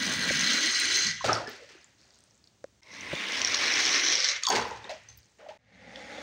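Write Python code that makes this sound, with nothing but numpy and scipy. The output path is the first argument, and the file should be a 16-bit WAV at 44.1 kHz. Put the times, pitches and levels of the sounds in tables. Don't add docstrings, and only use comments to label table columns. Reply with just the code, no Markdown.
import sys
import numpy as np
from scipy import signal
from scipy.fft import rfft, irfft, next_fast_len
from scipy.io import wavfile
from scipy.ndimage import uniform_filter1d, map_coordinates

SR = 44100
rng = np.random.default_rng(int(sys.argv[2]) if len(sys.argv) > 2 else 0)


def output_pcm(signal):
    pcm = np.clip(np.atleast_2d(signal).T, -1, 1) * 32767
    wavfile.write(sys.argv[1], SR, np.round(pcm).astype(np.int16))


N = 274302

# start/s, end/s
GAPS = [(2.809, 2.817), (5.576, 5.584)]
# f/Hz, level/dB
SPRAY = [(2000, -44), (3300, 2.5), (4500, 8), (6500, -0.5), (9000, 3), (12500, 11), (17000, 2.5)]
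# f/Hz, width/Hz, level/dB
SPLAT = [(4530, 2300, 3.5), (10580, 3500, 14)]


def amp(db):
    return 10 ** (np.asarray(db) / 20)


def unit(x):
    return x / np.sqrt(np.mean(x ** 2) + 1e-20)


def along(points, hz):
    f, values = np.transpose(points)
    return np.interp(np.log(hz + 1), np.log(f + 1), values)


def curves(rows):
    times, *columns = np.transpose(rows)
    t = np.arange(N) / SR
    gate = uniform_filter1d(((t >= times[0]) & (t <= times[-1])) * 1., size=200)
    return [np.interp(t, times, column) for column in columns] + [gate]


def wobble(rate):
    return map_coordinates(rng.standard_normal(int(N * rate / SR) + 4), [np.arange(N) * rate / SR])


def filtered(x, response):
    size = next_fast_len(N + SR // 2)
    return irfft(rfft(x, size) * response(np.fft.rfftfreq(size, 1 / SR)), size)[:N]


def resonant(x, modes):
    def body(f):
        return sum((-1) ** k * amp(db) * 1j * f * width / (hz * hz - f * f + 1j * f * width)
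                   for k, (hz, width, db) in enumerate(modes))
    return unit(filtered(x, body))


def coloured(x, spectrum):
    return unit(filtered(x, lambda hz: amp(along(spectrum, hz))))


def patchy(x, depth_db):
    spectrum = signal.stft(x, nperseg=256)[2]
    patches = uniform_filter1d(rng.standard_normal(spectrum.shape), size=4, axis=0)
    patches = unit(uniform_filter1d(patches, size=8, axis=1))
    return unit(signal.istft(spectrum * amp(depth_db * patches), nperseg=256)[1][:N])


def jolts(rate, spread_db, hiss):
    chance, size, noise = rng.random(N), rng.exponential(size=N), rng.standard_normal(N)
    clicks = (chance < rate / SR) * amp(spread_db * np.minimum(size, 2.4)) * np.sign(noise)
    return unit(clicks) + hiss * rng.standard_normal(N)


def hum(hz, rate):
    phase = 2 * np.pi * np.cumsum(hz) / SR
    return unit(wobble(rate) * np.cos(phase) + wobble(rate) * np.sin(phase))


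def add(out, s, burst):
    out[round(s * SR):][:len(burst)] += burst[:N - round(s * SR)]


def bursts(rows, hiss, t60, attack):
    out, t = np.zeros(N), np.arange(SR // 20) / SR
    for s, db in rows:
        envelope = amp(db - 60 * t / t60) * (1 - np.exp(-(t / attack) ** 2))
        add(out, s, envelope * hiss[round(s * SR):][:len(t)])
    return out


def ticks(rows, colour, ring_t60, snap_t60, snap_gain, rough):
    out, t = np.zeros(N), np.arange(SR // 30) / SR
    noise = resonant(rng.standard_normal(N), colour)
    grit = (1 + rough * wobble(1700)) / np.hypot(1, rough)
    for s, db, hz in rows:
        ring = amp(-60 * t / ring_t60) * np.sin(2 * np.pi * hz * t) * grit[round(s * SR):][:len(t)]
        snap = snap_gain * amp(-60 * t / snap_t60) * noise[round(s * SR):][:len(t)]
        add(out, s, amp(db) * (1 - np.exp(-t / 0.00041)) * (ring + snap))
    return out


def tones(rows, rise, attack, shake_rad=0., shake_rate=100):
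    out, t = np.zeros(N), np.arange(SR // 4) / SR
    waver = np.pad(shake_rad * wobble(shake_rate), (0, len(t)))
    for s, db, hz, t60 in rows:
        phase = 2 * np.pi * hz * (t + rise * t * t / (2 * t60)) + waver[round(s * SR):][:len(t)]
        add(out, s, amp(db - 60 * t / t60) * (1 - np.exp(-t / attack)) * np.sin(phase))
    return out


def struck(hits, modes, pivot_hz):
    return [(s, db + mode_db + hardness * np.log2(hz / pivot_hz), hz, t60)
            for s, db, hardness in hits for hz, mode_db, t60 in modes]


def bubbles(rate, centre_hz, spread, cycles, size_db=4.0):
    draw = rng.standard_normal((int(rate * N / SR), 2))
    onsets = np.sort(rng.random(len(draw))) * N
    hz = np.clip(centre_hz * np.exp(spread * draw[:, :1]), 150, 9000)
    t = np.arange(SR // 60) / SR
    life = hz * t / cycles
    envelopes = amp(size_db * draw[:, 1:]) * np.exp(-3 * life) * life ** .5
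    blips = envelopes * np.sin(2 * np.pi * hz * t * (1 + 0.11 * life))
    index = onsets[:, None].astype(int) + np.arange(len(t))
    return unit(np.bincount(index.ravel(), blips.ravel(), minlength=N)[:N])


def room_air(run):
    # f/Hz, level/dB
    spectrum = [(25, -28.5), (65, -3.5), (110, -6.5), (200, -6.5), (500, -13.5), (1200, -21), (5000, -23),
                (17000, -7)]
    levels = [-56, -57, -72.5]
    return amp(levels)[run] * coloured(rng.standard_normal(N), spectrum)


def rumble():
    # t/s, level/dB
    swells = [(0.0, -49), (0.33, -52), (0.52, -69), (1.09, -52), (1.21, -57), (1.3, -42.5), (1.63, -74.5),
              (2.86, -74), (3.15, -49.5), (3.24, -99), (3.39, -55), (4.5, -72), (4.57, -48), (4.97, -66.5),
              (5.18, -59.5), (5.32, -79), (6.05, -60), (6.22, -63)]
    # f/Hz, level/dB
    spectrum = [(25, -36.5), (48, -20.5), (66, 2), (85, -9.5), (108, 2), (140, -8.5), (220, -40.5)]
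    return amp(curves(swells)[0]) * coloured(rng.standard_normal(N), spectrum)


def room(x):
    # f/Hz, t60/s
    walls = [(200, 0.29), (2000, 0.25), (10000, 0.24)]
    hz, t, noise = signal.stft(rng.standard_normal(SR // 2), SR, nperseg=256)
    tail = signal.istft(noise * amp(-60 * t / along(walls, hz)[:, None]), SR, nperseg=256)[1]
    predelayed = np.pad(x, (300, 0))
    return signal.fftconvolve(predelayed, tail / np.linalg.norm(tail))[:N]


def chirps():
    # t/s, level/dB
    hits = [(0.7941, -12), (0.9677, -7.5), (1.493, -18), (4.488, -8.5), (4.6797, -27), (5.1738, -14.5)]
    # f/Hz, level/dB
    spectrum = [(13000, -56), (14200, 4.5), (15600, -6.5)]
    return bursts(hits, coloured(rng.standard_normal(N), spectrum), t60=.035, attack=.0012)


def thumps():
    # t/s, level/dB, hardness/(dB/octave)
    hits = [(0.307, -11, -1.5), (2.642, -17.5, 19), (3.132, -13, -6), (6.183, -21.5, 9)]
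    # f/Hz, level/dB, t60/s
    modes = [(174, -12.5, 0.028), (347, -1.5, 0.018), (533, 4.5, 0.016), (1526, -17, 0.0025),
             (6470, -37, 0.00036)]
    return tones(struck(hits, modes, pivot_hz=modes[2][0]), rise=0.084, attack=0.0044)


def fizz():
    # start/s, end/s, level/dB, fall/(dB/s)
    spells = [(1.504, 2.526, -71.5, -1), (4.603, 5.562, -64.5, 14.5)]
    t = np.arange(N) / SR
    pops = bubbles(60, centre_hz=7180, spread=.18, cycles=11, size_db=4.5)
    crackle = coloured(jolts(50, spread_db=5.5, hiss=0.05), SPRAY)
    envelope = sum(((t > start) & (t < end)) * amp(db - fall * (t - start))
                   for start, end, db, fall in spells)
    return envelope * unit(pops + 0.45 * crackle)


def droplets():
    # t/s, level/dB, f/Hz
    drops = [(1.8127, -46, 5250), (1.8436, -39.5, 7200), (2.0363, -51, 4800), (2.1055, -51.5, 4750),
             (2.1444, -47, 6600), (2.1878, -37, 8130), (2.205, -34.5, 12500), (2.238, -38, 9000),
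             (2.3082, -53, 5610), (2.4408, -47, 4770), (2.4738, -47, 4480), (5.1755, -38.5, 8830),
             (5.188, -50.5, 4840), (5.203, -51.5, 6200), (5.2304, -49, 4700)]
    return ticks(drops, SPLAT, ring_t60=0.015, snap_t60=0.0069, snap_gain=0.98, rough=0.99)


def bumps():
    # t/s, level/dB, hardness/(dB/octave)
    hits = [(4.4346, -23, 7.5), (4.467, -14.5, -1.5), (4.485, -20, -4), (4.5019, -18.5, 10),
            (4.5259, -24, -5), (4.5569, -27, 4), (4.6234, -33, -9)]
    # f/Hz, level/dB, t60/s
    modes = [(3370, -1.5, 0.016), (4570, -1.5, 0.023), (5520, -6, 0.016), (6590, -1, 0.019),
             (7050, -4.5, 0.014), (9400, -5.5, 0.017)]
    noise = resonant(rng.standard_normal(N), SPLAT)
    snaps = bursts([(s, db + 1) for s, db, _ in hits], noise, t60=.012, attack=0.00055)
    grit = amp(3.1 * wobble(700))
    return grit * tones(struck(hits, modes, pivot_hz=modes[1][0]), rise=0, attack=0.00065) + snaps


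def surge_envelopes(start, end):
    # t/s, rise/s, relative length, gurgle/dB, trickle/dB, spray/dB
    surges = [(1.242, 0.00099, 1, -29, -35.5, -26.5), (1.281, 0.0035, 1.25, -25, -39.5, -34),
              (1.33, 0.0083, 0.86, -43, -51.5, -29.5), (1.47, 0.0062, 2.26, -71, -47.5, -43),
              (1.689, 0.0029, 1.88, -61.5, -54, -51.5), (1.97, 0.05, 3.8, -67, -67, -53),
              (4.425, 0.0019, 0.62, -67, -39.5, -32.5), (4.471, 0.0032, 0.49, -31, -52, -31),
              (4.499, 0.0085, 1.44, -24, -31.5, -26.5), (4.547, 0.0038, 0.61, -25, -27.5, -21),
              (4.84, 0.0076, 0.67, -40.5, -46.5, -65.5), (4.892, 0.0059, 0.64, -53, -40.5, -38.5),
              (5.085, 0.0024, 0.33, -60, -61.5, -44.5), (5.384, 0.0068, 2.6, -56, -59, -80.5),
              (5.485, 0.0037, 0.49, -57.5, -51.5, -51)]
    fall = [134, 152.5, 175]
    tail_db, tail_db_per_s = np.array([-32.5, -12.5, -26.5]), np.array([40, 61, 34.5])
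    power, span = np.zeros((N, 3)), slice(round(start * SR), round(end * SR))
    t = np.arange(N)[span, None] / SR
    for s, rise, length, *db in surges:
        if s > start - .1:
            age = np.clip(t - s, 0, None)
            decay = amp(-age / length * fall) ** 2 + amp(tail_db - age * tail_db_per_s) ** 2
            power[span] += (amp(db) * (1 - np.exp(-age / rise))) ** 2 * decay
    return np.sqrt(np.abs(uniform_filter1d(power, size=100, axis=0))).T


def slosh():
    # start/s, end/s
    stages = [(1.2, 2.81), (4.4, 4.496), (4.496, 5.58)]
    # f/Hz, width/Hz, level/dB
    cavities = [
        [(170, 320, -5.5), (493, 110, 1.5), (630, 380, -3), (950, 190, -1.5), (1400, 260, -0.5)],
        [(950, 170, -3.5), (1250, 260, -5.5)],
        [(215, 57, -4.5), (490, 177, -5.5), (665, 210, -7), (894, 165, -1.5), (1530, 300, -8)],
    ]
    # f/Hz, width/Hz, level/dB
    runoff = [(1780, 560, 3), (1917, 330, 8), (2550, 1100, -3.5)]
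    swarm = bubbles(600, centre_hz=735, spread=0.442, cycles=6.6, size_db=5.5)
    trickle = resonant(rng.standard_normal(N), runoff)
    trickle = unit(trickle + 0.35 * bubbles(200, centre_hz=2082, spread=0.257, cycles=18))
    spray = coloured(amp(2 * wobble(44)) * jolts(160, spread_db=-0.5, hiss=1), SPRAY)
    spray = unit(spray + 0.29 * bubbles(220, centre_hz=6310, spread=0.25, cycles=7.3))
    out = np.zeros(N)
    for stage, modes in zip(stages, cavities):
        gurgle = resonant(swarm + 3 * rng.standard_normal(N), modes)
        out += np.sum(surge_envelopes(*stage) * [gurgle, trickle, spray], axis=0)
    return out


def splashes():
    # t/s, level/dB, f/Hz
    plunge = [(4.43, -47, 1292), (4.465, -52, 1057), (4.485, -35.5, 850), (4.51, -42.5, 486)]
    # t/s, level/dB, f/Hz
    slaps = [(1.284, -28, 5960), (1.3305, -14.5, 5500), (1.4736, -32, 5180), (4.4514, -19.5, 3760),
             (4.4557, -23, 3560), (4.7095, -36.5, 6700), (4.8429, -35.5, 3680), (4.8941, -33, 4030),
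             (5.0876, -37, 6077), (5.4896, -50.5, 3000)]
    # t/s, level/dB, f/Hz, t60/s
    booms = [(1.25, -34, 109, 0.43), (1.33, -34, 110, 0.46)]
    # t/s, level/dB, f/Hz, t60/s
    pockets = [(1.208, -20.5, 1067, 0.034), (1.245, -9.5, 618, 0.025), (1.284, -26, 594, 0.12),
               (1.293, -4, 1280, 0.024), (1.36, -19.5, 1250, 0.051), (1.465, -31, 1734, 0.09),
               (1.476, -28, 430, 0.053), (1.597, -45, 534, 0.14), (1.62, -36, 480, .06),
               (1.638, -41, 560, 0.062), (1.706, -29.5, 410, 0.012), (1.75, -39, 368, 0.049),
               (4.474, -9, 1000, 0.025), (4.5, -12, 750, 0.028), (4.665, -39, 950, 0.052),
               (4.71, -32.5, 890, 0.18), (4.893, -27, 638, 0.072), (4.9, -34, 817, 0.1),
               (4.915, -28.5, 628, 0.096), (5.09, -48, 6200, 0.16), (5.39, -53, 642, 0.31),
               (5.424, -44, 597, 0.29), (5.462, -32, 685, 0.054), (5.488, -27, 620, 0.054),
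               (5.505, -38, 845, 0.1)]
    hollow_db, hollow_hz, sinking = curves(plunge)
    out = sinking * amp(hollow_db) * hum(hollow_hz, rate=94)
    out += ticks(slaps, SPLAT, ring_t60=0.017, snap_t60=0.0069, snap_gain=1, rough=0.35)
    out += bumps()
    out += tones(booms, rise=0.0103, attack=0.013)
    return out + tones(pockets, rise=0.033, attack=0.0039, shake_rad=0.9, shake_rate=220)


def ramp_twang():
    # t/s, level/dB, f/Hz, t60/s
    twang = [(1.05, -35, 176, 0.39)]
    return tones(twang, rise=0.0089, attack=0.0065, shake_rad=1.6, shake_rate=61)


def wheel_jingles():
    # t/s, level/dB
    hits = [(0.66, -27.5), (0.711, -25.5), (0.756, -25.5), (0.797, -20.5), (0.852, -27.5), (0.886, -27),
            (0.921, -24.5)]
    # f/Hz, width/Hz, level/dB
    rims = [(7500, 210, -10), (8800, 310, 2.5), (9000, 220, 0)]
    return bursts(hits, resonant(rng.standard_normal(N), rims), t60=0.07, attack=0.002)


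def axle_knocks():
    # t/s, level/dB, f/Hz
    knocks = [(1.1119, -15.5, 4350), (2.8315, -43, 5350), (3.0086, -30, 5990), (3.1522, -23, 3450),
              (3.3209, -20, 5650), (3.4161, -10.5, 5880), (3.4476, -8.5, 5600), (3.474, -13, 5630),
              (3.5433, -10, 4300), (3.5462, -11, 5650), (3.7384, -13.5, 5410), (3.7633, -15, 5470),
              (3.8526, -15, 5370), (3.8671, -12.5, 5300), (3.9524, -12.5, 5770), (4.154, -11.5, 5520),
              (4.2028, -12.5, 5480), (4.2438, -10, 5630), (4.249, -12, 5570), (4.2742, -25.5, 5570),
              (4.2874, -11, 5400), (4.2931, -15.5, 6600), (5.9589, -32, 3380)]
    # f/Hz, width/Hz, level/dB
    crack = [(3530, 4100, -3), (5830, 3400, -2.5)]
    return ticks(knocks, crack, ring_t60=0.011, snap_t60=0.011, snap_gain=0.42, rough=0.72)


def axle_drift(x, slip_ms=0.491, rate=7):
    return map_coordinates(x, [np.arange(N) + slip_ms * SR / 1000 * wobble(rate)], mode="mirror")


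def rolling_cars():
    # t/s, shell/dB, axle/dB, hum/dB, hum f/Hz
    rolls = [
        [(0, -33.5, -1.5, -4, 240), (.172, -33.5, -5.5, -9, 215), (.4, -30, -0.5, -9.5, 215),
         (.69, -30, -1, -12.5, 290), (.72, -33.5, 4, -35, 300), (.86, -30, 0.5, -16.5, 320),
         (.994, -31, 3, -19, 350), (1.1, -35.5, 3.5, -28, 400), (1.15, -41.5, -3.5, -34, 400),
         (1.24, -44, -4.5, -30, 400)],
        [(2.82, -66, -11, -27, 230), (2.932, -49, -3, -8, 240), (3.146, -38, -23.5, -15, 250),
         (3.38, -34, -4.5, -15.5, 270), (3.424, -36, -5.5, -16, 270), (3.5, -33.5, -2.5, -19.5, 280),
         (3.792, -29.5, -1.5, -17, 320), (4.11, -31.5, 2.5, -15.5, 340), (4.16, -33.5, 3.5, -16, 510),
         (4.29, -32.5, 3, -18, 540), (4.366, -36, -4.5, -22, 540), (4.43, -52, -6, -23.5, 540)],
        [(5.59, -78, -14.5, 0, 203), (5.635, -72.5, -34, -4, 210), (5.75, -61, -29, -2.5, 220),
         (5.95, -50.5, -11, -1.5, 240), (6.22, -45.5, -15.5, -6.5, 265)],
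    ]
    # start/s, off the edge/s, board/dB, its fall/(dB/s), sizzle/dB, its fall/(dB/s)
    cars = [(0, 1.1, -9.5, 11, 9, 6.5), (2.82, 4.15, -5.5, 5, 1.5, 2), (5.59, 7.1, -6.5, -12, -7, -9)]
    # f/Hz, width/Hz, level/dB
    shells = [
        [(1546, 404, -9.5), (1968, 65, -4.5), (2300, 156, -5.5), (2630, 1760, -6.5), (3192, 1350, -5.5),
         (1677, 61, -12.5)],
        [(1800, 620, 0), (2103, 115, 6.5), (2270, 190, 1.5), (2910, 410, 1.5), (3400, 680, -1.5)],
        [(1550, 1070, 3), (2025, 310, 0), (3380, 520, -5)],
    ]
    # f/Hz, width/Hz, level/dB
    axles = [
        [(4087, 133, 8), (4980, 1300, -1), (5180, 220, 4), (6200, 330, 1.5), (8700, 910, -12)],
        [(3990, 660, 1.5), (5320, 750, 5.5), (5880, 820, 5), (9640, 280, -13)],
        [(3710, 1100, 3), (5600, 450, 5.5), (6750, 770, 3.5), (9000, 420, 7.5)],
    ]
    # f/Hz, width/Hz, level/dB
    boards = [
        [(413.4, 470, -0.5), (667, 63, 3), (1150, 460, -7.5)],
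        [(504, 370, 2), (672, 50, 6.5), (877, 430, -2.5), (1070, 74, 10)],
        [(529, 55, 0), (807, 69, -4)],
    ]
    # f/Hz, level/dB
    sizzle = [(6000, -29.5), (9500, -6.5), (11000, -6.5), (17000, -6.5)]
    airborne_db, lift_s = -13, 0.078
    hollow_s, hollow_share = 0.14, 0.26
    out, t = np.zeros(N), np.arange(N) / SR
    for roll, car, shell, axle, board in zip(rolls, cars, shells, axles, boards):
        shell_db, axle_db, hum_db, hum_hz, rolling = curves(roll)
        start, edge, board_db, board_fall, sizzle_db, sizzle_fall = car
        age = np.clip(t - start, 0, 2)
        lift_db = airborne_db * np.clip((t - edge) / lift_s, 0, 1)
        chatter = wobble(45)
        grain = jolts(900, spread_db=1, hiss=1)
        axle_play = jolts(290, spread_db=2, hiss=0.37)
        rattle = amp(0.75 * chatter) * (grain + 1.58 * axle_play)
        slow = np.clip((-33.5 - shell_db) / 24, 0, .8)
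        near_edge = np.clip(1 - (edge - t) / hollow_s, 0, 1)
        share = np.maximum(slow, hollow_share * near_edge)
        full_shell = resonant(patchy(amp(0.59 * chatter) * grain, depth_db=2), shell)
        shell_note = resonant(jolts(900, spread_db=5, hiss=0.85), shell[1:2])
        sound = np.sqrt(1 - share) * full_shell + np.sqrt(share) * shell_note
        sound += amp(axle_db) * axle_drift(resonant(patchy(rattle, depth_db=2), axle))
        wood = resonant(amp(2 * wobble(20)) * grain, board)
        sound += amp(board_db - board_fall * age + lift_db) * wood
        sound += amp(hum_db) * hum(hum_hz, rate=150)
        sound += amp(sizzle_db - sizzle_fall * age + lift_db) * coloured(rattle, sizzle)
        out += rolling * amp(shell_db) * sound
    return out


def scene():
    cars = rolling_cars() + axle_knocks() + wheel_jingles() + ramp_twang()
    water = slosh() + splashes() + fizz() + droplets()
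    direct = cars + water
    run = np.searchsorted([end for _, end in GAPS], np.arange(N) / SR)
    reverb = sum((run == k) * room((run == k) * direct) for k in range(len(GAPS) + 1))
    background = room_air(run) + rumble() + chirps() + thumps()
    return (direct + amp(-10) * reverb + background)[None]


def record(dry):
    # f/Hz, level/dB
    tone = [(20, -33.5), (55, -2), (6400, 1.5), (7400, -6), (8800, -12.5), (10500, -29), (13000, -37.5),
            (14800, -27), (16000, -23)]
    ceiling, top_hz = 0.44, 15750
    t = np.arange(N) / SR
    gate = np.prod([(t < start) | (t > end) for start, end in GAPS], axis=0)
    sound = filtered(dry[0], lambda hz: amp(along(tone, hz)))
    sound *= uniform_filter1d(gate * 1., size=100)
    sound = ceiling * sound / (ceiling ** 4 + sound ** 4) ** (1 / 4)
    return filtered(sound, lambda hz: hz < top_hz)[None]


dry = scene()
out = record(dry)
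output_pcm(out)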